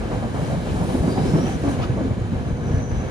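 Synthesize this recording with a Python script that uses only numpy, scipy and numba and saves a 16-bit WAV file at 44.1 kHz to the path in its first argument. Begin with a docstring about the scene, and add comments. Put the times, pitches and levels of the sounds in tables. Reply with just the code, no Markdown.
"""On a station platform, a passenger train rolls close past a phone. Rolling contact makes wheels and rails
roar, and a worn wheel strikes the rail in thumps. Passing gear hisses, some blows clank and ring briefly,
slipstream eddies buffet the microphone, and friction raises a rough, high squeal that glides up, fades and
returns."""
import sys
import numpy as np
from scipy import signal
from scipy.fft import rfft, irfft, next_fast_len
from scipy.io import wavfile
from scipy.ndimage import uniform_filter1d
from numba import njit

SR = 44100
rng = np.random.default_rng(int(sys.argv[2]) if len(sys.argv) > 2 else 0)


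def transcribe(signal):
    """Save signal, clipped to [-1, 1], as a 16-bit WAV file at the path in sys.argv[1]."""
    frames = np.atleast_2d(signal).T
    limited = np.clip(frames, -1, 1)
    pcm = np.round(limited * 32767).astype(np.int16)
    wavfile.write(sys.argv[1], SR, pcm)


N = 136710
FFT_SIZE = next_fast_len(N + 4096)


def undb(db):
    """Decibel law: amplitude grows tenfold every 20 dB."""
    return 10 ** (np.asarray(db) / 20)


def unit_rms(x):
    """Normalisation to unit power."""
    return x / np.sqrt(np.mean(x ** 2))


def on_log(table, hz):
    """Interpolation of (Hz, value) points on a logarithmic frequency axis."""
    points_hz, values = np.array(table, float).T
    return np.interp(np.log(hz + 1), np.log(points_hz + 1), values)


@njit
def resonator(x, hz, width_hz):
    """Second-order resonance: a state-variable band-pass with unit gain at its moving centre."""
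    y, band_state, low_state = np.empty(len(x)), 0., 0.
    for i in range(len(x)):
        gain, damping = np.tan(np.pi * hz[i] / SR), width_hz / hz[i]
        band = (band_state + gain * (x[i] - low_state)) / (1 + gain * (gain + damping))
        band_state = 2 * band - band_state
        low_state += 2 * gain * band
        y[i] = damping * band
    return y


def noise_band(hz, width_hz, size):
    """Resonant filtering: white noise passes twice through a resonance; rms 1."""
    centre_hz = np.clip(np.ones(size) * hz, 20, .45 * SR)
    once = resonator(rng.standard_normal(size), centre_hz, float(width_hz))
    return unit_rms(resonator(once, centre_hz, float(width_hz)))


def wander(per_s):
    """Random modulation: Gaussian values joined smoothly; rms 1."""
    step = SR / per_s
    values = rng.standard_normal(int(N // step) + 2)
    joined = np.interp(np.arange(N) / step, np.arange(len(values)), values)
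    return unit_rms(uniform_filter1d(joined, int(step)))


def add(out, x, start_s):
    """Superposition: x adds to out from start_s on."""
    i = max(int(start_s * SR), 0)
    out[i:i + len(x)] += x[:len(out) - i]


# Anchor frequencies of the roar: pitch_hz
ROAR_ANCHORS_HZ = (65, 150, 320, 680, 2200, 9000)
# Course of the roar, taken relative to each column's mean: time_s, then level_db at each anchor
ROAR_LEVELS = [(0.0, -30, -38.5, -34.5, -35, -39, -59), (0.35, -38.5, -29.5, -40.5, -33.5, -41, -56.5),
               (0.73, -30.5, -27.5, -34.5, -34, -37, -52.5),
               (1.03, -31.5, -30.5, -26.5, -32.5, -37.5, -50.5), (1.26, -34.5, -24.5, -28, -32, -37, -51.5),
               (1.48, -35, -34, -31.5, -38.5, -37.5, -54.5), (1.69, -33.5, -30.5, -37.5, -36.5, -39, -55.5),
               (1.86, -31.5, -31.5, -32, -34, -36.5, -58), (2.02, -31, -29.5, -27, -35.5, -39.5, -60),
               (2.3, -33.5, -33, -41.5, -38.5, -42, -63), (2.65, -39.5, -28.5, -37, -36.5, -42, -63),
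               (2.9, -33.5, -30.5, -39, -36, -43, -64.5), (3.1, -34, -35, -38, -38.5, -41.5, -64)]


def roar_envelopes(t):
    """Amplitude modulation: half-octave bands swell, flicker and dip as the wheel unloads before blows."""
    rows = np.array(ROAR_LEVELS, float)
    offsets_db = rows[:, 1:] - rows[:, 1:].mean(axis=0)
    swell_db = 2.2 * np.tanh(wander(per_s=14))
    lead_s, dip_s = .015, .013
    unloading = sum(np.exp(-.5 * ((t - blow[0] + lead_s) / dip_s) ** 2) for blow in WHEEL_BLOWS)
    envelopes = []
    for hz in 20 * 2 ** (np.arange(20) / 2):
        band_db = [on_log(list(zip(ROAR_ANCHORS_HZ, row)), hz) for row in offsets_db]
        course_db = np.interp(t, rows[:, 0], band_db)
        dip_db = -2 * unloading / (1 + hz / 2500)  # the treble dips and flickers less
        flicker_db = 1.5 * np.tanh(wander(per_s=20)) / (1 + hz / 3000)
        envelopes.append(undb(course_db + swell_db + dip_db + flicker_db))
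    return envelopes


# Spectral density of the roar: frequency_hz, relative_db
ROAR_SPECTRUM = [(12, -43), (20, -32), (46, -0.5), (64, -0.5), (126, -0.5), (201, -3.5), (266, -5),
                 (342, -8), (491, -13.5), (534, -14), (745, -16.5), (857, -19.5), (1410, -26), (1580, -23),
                 (1970, -31), (2210, -31), (5230, -41), (6010, -41), (8160, -42.5), (9380, -42.5),
                 (12100, -63), (13800, -55.5), (15500, -72)]
# Resonances of wheel and rail steel: pitch_hz, width_hz, rise_db
STEEL_MODES = [(116, 22, 1.5), (247, 32, 2), (494, 40, 6), (1694, 30, 6.5), (2282, 52, 5), (3084, 80, 6.5),
               (3990, 180, 4.5)]


def rolling_roar(envelopes):
    """Broadband excitation: rolling contact drives the resonances of wheel and rail."""
    hz = np.fft.rfftfreq(FFT_SIZE, 1 / SR)
    modes_db = sum(db / (1 + (2 * (hz - pitch) / width) ** 2) for pitch, width, db in STEEL_MODES)
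    spectrum = rfft(rng.standard_normal(FFT_SIZE)) * undb(on_log(ROAR_SPECTRUM, hz) + modes_db)
    spectrum *= undb(-23) / np.std(irfft(spectrum, FFT_SIZE))
    band_index = np.clip(2 * np.log2(np.maximum(hz, 20) / 20), 0, len(envelopes) - 1)
    out = np.zeros(N)
    for k, envelope in enumerate(envelopes):
        weight = np.clip(1 - abs(band_index - k), 0, 1)
        out += envelope * irfft(spectrum * weight, FFT_SIZE)[:N]
    return out


# Blows of the worn wheel: start_s, relative_db, pitch_hz, clank_over_body_db, decay_s
WHEEL_BLOWS = [(0.11, -24.5, 266, 0, 0.058), (0.223, -19, 244.6, -5, 0.051), (0.343, -21, 276, -3.5, 0.045),
               (0.482, -14.5, 140.4, -13, 0.048), (0.517, -17.5, 163, -9.5, 0.074),
               (0.661, -22, 221, -2.5, 0.038), (0.759, -19, 124, -6, 0.058),
               (0.803, -16.5, 168.4, -6, 0.052), (0.888, -19, 182, -3.5, 0.047),
               (0.94, -14, 254.5, -10, 0.04), (1.033, -11, 172.5, -11.5, 0.036),
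               (1.074, -10, 218, -10, 0.034), (1.172, -15, 216, -1.5, 0.03),
               (1.334, -6.5, 162, -12.5, 0.031), (1.352, -11.5, 297, -13, 0.031),
               (1.379, -10.5, 151, -12, 0.042), (1.43, -11, 222, -16, 0.024), (1.464, -20, 121, -2.5, 0.03),
               (1.532, -11.5, 152, -21, 0.037), (1.633, -13, 281, -12.5, 0.051),
               (1.672, -15.5, 277, -4.5, 0.036), (1.789, -14, 117, -10, 0.063),
               (1.894, -16, 123.4, -24, 0.08), (1.969, -18, 121, -5, 0.047), (2.004, -18, 255, -10, 0.03),
               (2.104, -12.5, 125.5, -15.5, 0.027), (2.318, -15.5, 207, -18, 0.06),
               (2.457, -20, 121, -15.5, 0.042)]


def wheel_thumps(tone_share):
    """Impact excitation: each blow shakes the bogie at its pitch, with a brighter clank on top."""
    out, t = np.zeros(N), np.arange(SR // 4) / SR
    attack_s = .0028
    for start_s, db, hz, clank_db, decay_s in WHEEL_BLOWS:
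        envelope = np.clip(t / attack_s, 0, 1) * np.exp(-(t / decay_s) ** 2)
        tone = np.sqrt(2 * tone_share) * np.sin(2 * np.pi * hz * t)
        thud = np.sqrt(1 - tone_share) * noise_band(hz, .65 * hz, len(t))
        clank = undb(clank_db) * noise_band(hz=600, width_hz=420, size=len(t))
        add(out, .5 * undb(db) * envelope * (tone + thud + clank), start_s)
    return out


# Hisses of passing gear, and the narrow rings that clank after wheel blows: peak_s, level_db, centre_hz,
# width_hz, spread_s
GEAR_HISSES = [(.84, -55, 8500, 6000, .025), (.94, -53, 9000, 8000, .04), (.93, -53, 9500, 2500, .14),
               (.91, -45, 2800, 2800, .045), (1.11, -52, 7500, 7000, .025), (.69, -46, 2800, 2400, .045),
               (.53, -32, 600, 120, .03), (1.195, -32, 770, 110, .03), (1.2, -52, 3850, 450, .08),
               (1.44, -41, 1280, 90, .035), (1.675, -38, 1150, 130, .025), (1.48, -46, 2550, 200, .025),
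               (1.48, -47, 3100, 200, .025), (1.49, -32, 770, 70, .025), (1.71, -52, 8500, 5000, .025),
               (1.836, -42, 4200, 3500, .015), (1.836, -34, 1300, 300, .012), (1.832, -38, 2750, 900, .012)]


def gear_hisses():
    """Bandwidth sets timbre: broad noise bursts hiss, narrow ones ring; all swell and die evenly."""
    out, t = np.zeros(N), np.arange(-SR // 5, SR // 5) / SR
    for peak_s, db, hz, width_hz, spread_s in GEAR_HISSES:
        envelope = np.exp(-.5 * (t / spread_s) ** 2)
        add(out, undb(db) * envelope * noise_band(hz, width_hz, len(t)), peak_s + t[0])
    return out


# Slipstream eddies: centre_s, peak_db, pitch_hz
EDDIES = [(1.008, -10, 81), (1.9, -12.5, 101), (2.07, -19, 69), (2.181, -15.5, 153), (2.221, -12, 93.4),
          (2.36, -12.5, 65.4), (2.531, -14.5, 63), (2.711, -8, 91), (2.745, -7.5, 107), (2.775, -9.5, 78),
          (2.978, -14, 74.5)]


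def slipstream_buffets():
    """Turbulent pressure: each eddy hits the microphone as a low pulse of about one cycle."""
    out, t = np.zeros(N), np.arange(-SR // 25, SR // 25) / SR
    spread_cycles = .34
    for centre_s, db, hz in EDDIES:
        envelope = np.exp(-.5 * (t * hz / spread_cycles) ** 2)
        add(out, -undb(db) * envelope * np.cos(2 * np.pi * hz * t), centre_s + t[0])
    return out


# Glide of the squeal: time_s, pitch_hz, level_db
SQUEAL_GLIDE = [(1.05, 4550, -64), (1.1, 4680, -51), (1.22, 5000, -52), (1.34, 5450, -49.5),
                (1.55, 6050, -47), (1.585, 6130, -64), (1.71, 6250, -52), (1.8, 6400, -62),
                (2.03, 6700, -61), (2.2, 6750, -63), (2.35, 6500, -68), (2.5, 6250, -57), (2.62, 6100, -58),
                (2.69, 6030, -52), (2.82, 6080, -48), (2.95, 6050, -54), (3.02, 6150, -51),
                (3.1, 6150, -53)]


def friction_squeal(t):
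    """Friction-excited vibration: a narrow gliding noise band, roughened by a fast beat."""
    time_s, hz, db = np.array(SQUEAL_GLIDE, float).T
    level_db = np.interp(t, time_s, db, left=-120) + 1.5 * wander(per_s=24.7)
    beat_hz, beat_depth = 105, .4
    beat = 1 + beat_depth * np.sin(2 * np.pi * beat_hz * t)
    return undb(level_db) * beat * noise_band(np.interp(t, time_s, hz), width_hz=360, size=N)


# Likeness of left and right channels, wide in the middle range and nearly mono in the highest hiss:
# frequency_hz, coherence (0 to 1)
CHANNEL_COHERENCE = [(30, .5), (130, 0.8), (290, 0.89), (640, .58), (1400, 0.61), (2500, 0.35), (4000, 0.4),
                     (6500, 0.23), (8200, 0.67), (10200, .88), (12000, .8)]
# Phase between the two microphone ports: frequency_hz, left_lead_rad
PORT_LEAD = [(0, 0), (600, -.5), (1720, -2), (2500, 1.1), (3190, 1.63), (4050, 0.5), (4740, 0.8),
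             (6200, -1.3), (7600, 4), (8700, 2.5), (10400, -0.5)]
# Balance of the ports: frequency_hz, left_minus_right_db
PORT_LEVELS = [(60, 1.7), (110, -0.5), (200, -0.5), (380, 0.5), (700, -1), (1290, 1), (2380, -0.5),
               (4400, 2), (8120, 1.5), (15000, -1)]


def stereo_image(shared, opposed):
    """Partial coherence: left and right carry one sound alike and another with opposite signs."""
    hz = np.fft.rfftfreq(FFT_SIZE, 1 / SR)
    coherence = np.clip(on_log(CHANNEL_COHERENCE, hz), 0, 1)
    tilt = undb(on_log(PORT_LEVELS, hz) / 2) * np.exp(.5j * on_log(PORT_LEAD, hz))
    mid, side = (rfft(np.pad(x, (0, FFT_SIZE - N), "reflect")) for x in (shared, opposed))
    mid *= np.sqrt((1 + coherence) / 2)
    side *= np.sqrt((1 - coherence) / 2)
    left, right = (mid + side) * tilt, (mid - side) / tilt
    return irfft([left, right], FFT_SIZE)[:, :N]


def scene():
    """Superposition of sources: only the shared sound carries the thumps' tones and the buffets."""
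    t = np.arange(N) / SR
    envelopes = roar_envelopes(t)
    shared, opposed = (
        rolling_roar(envelopes) + wheel_thumps(tone_share) + gear_hisses() + friction_squeal(t)
        for tone_share in (.42, 0))
    return stereo_image(shared + slipstream_buffets(), opposed)


def record(dry):
    """Band limiting and saturation: the phone drops deep bass, rounds peaks and cuts the top."""
    bass_cut_hz, ceiling, top_hz = 25.5, .8, 15720
    x = signal.sosfilt(signal.butter(2, bass_cut_hz, "high", fs=SR, output="sos"), dry)
    x = ceiling * np.tanh(x / ceiling)
    return signal.sosfilt(signal.ellip(14, .3, 60, top_hz, fs=SR, output="sos"), x)


dry = scene()
out = record(dry)
transcribe(out)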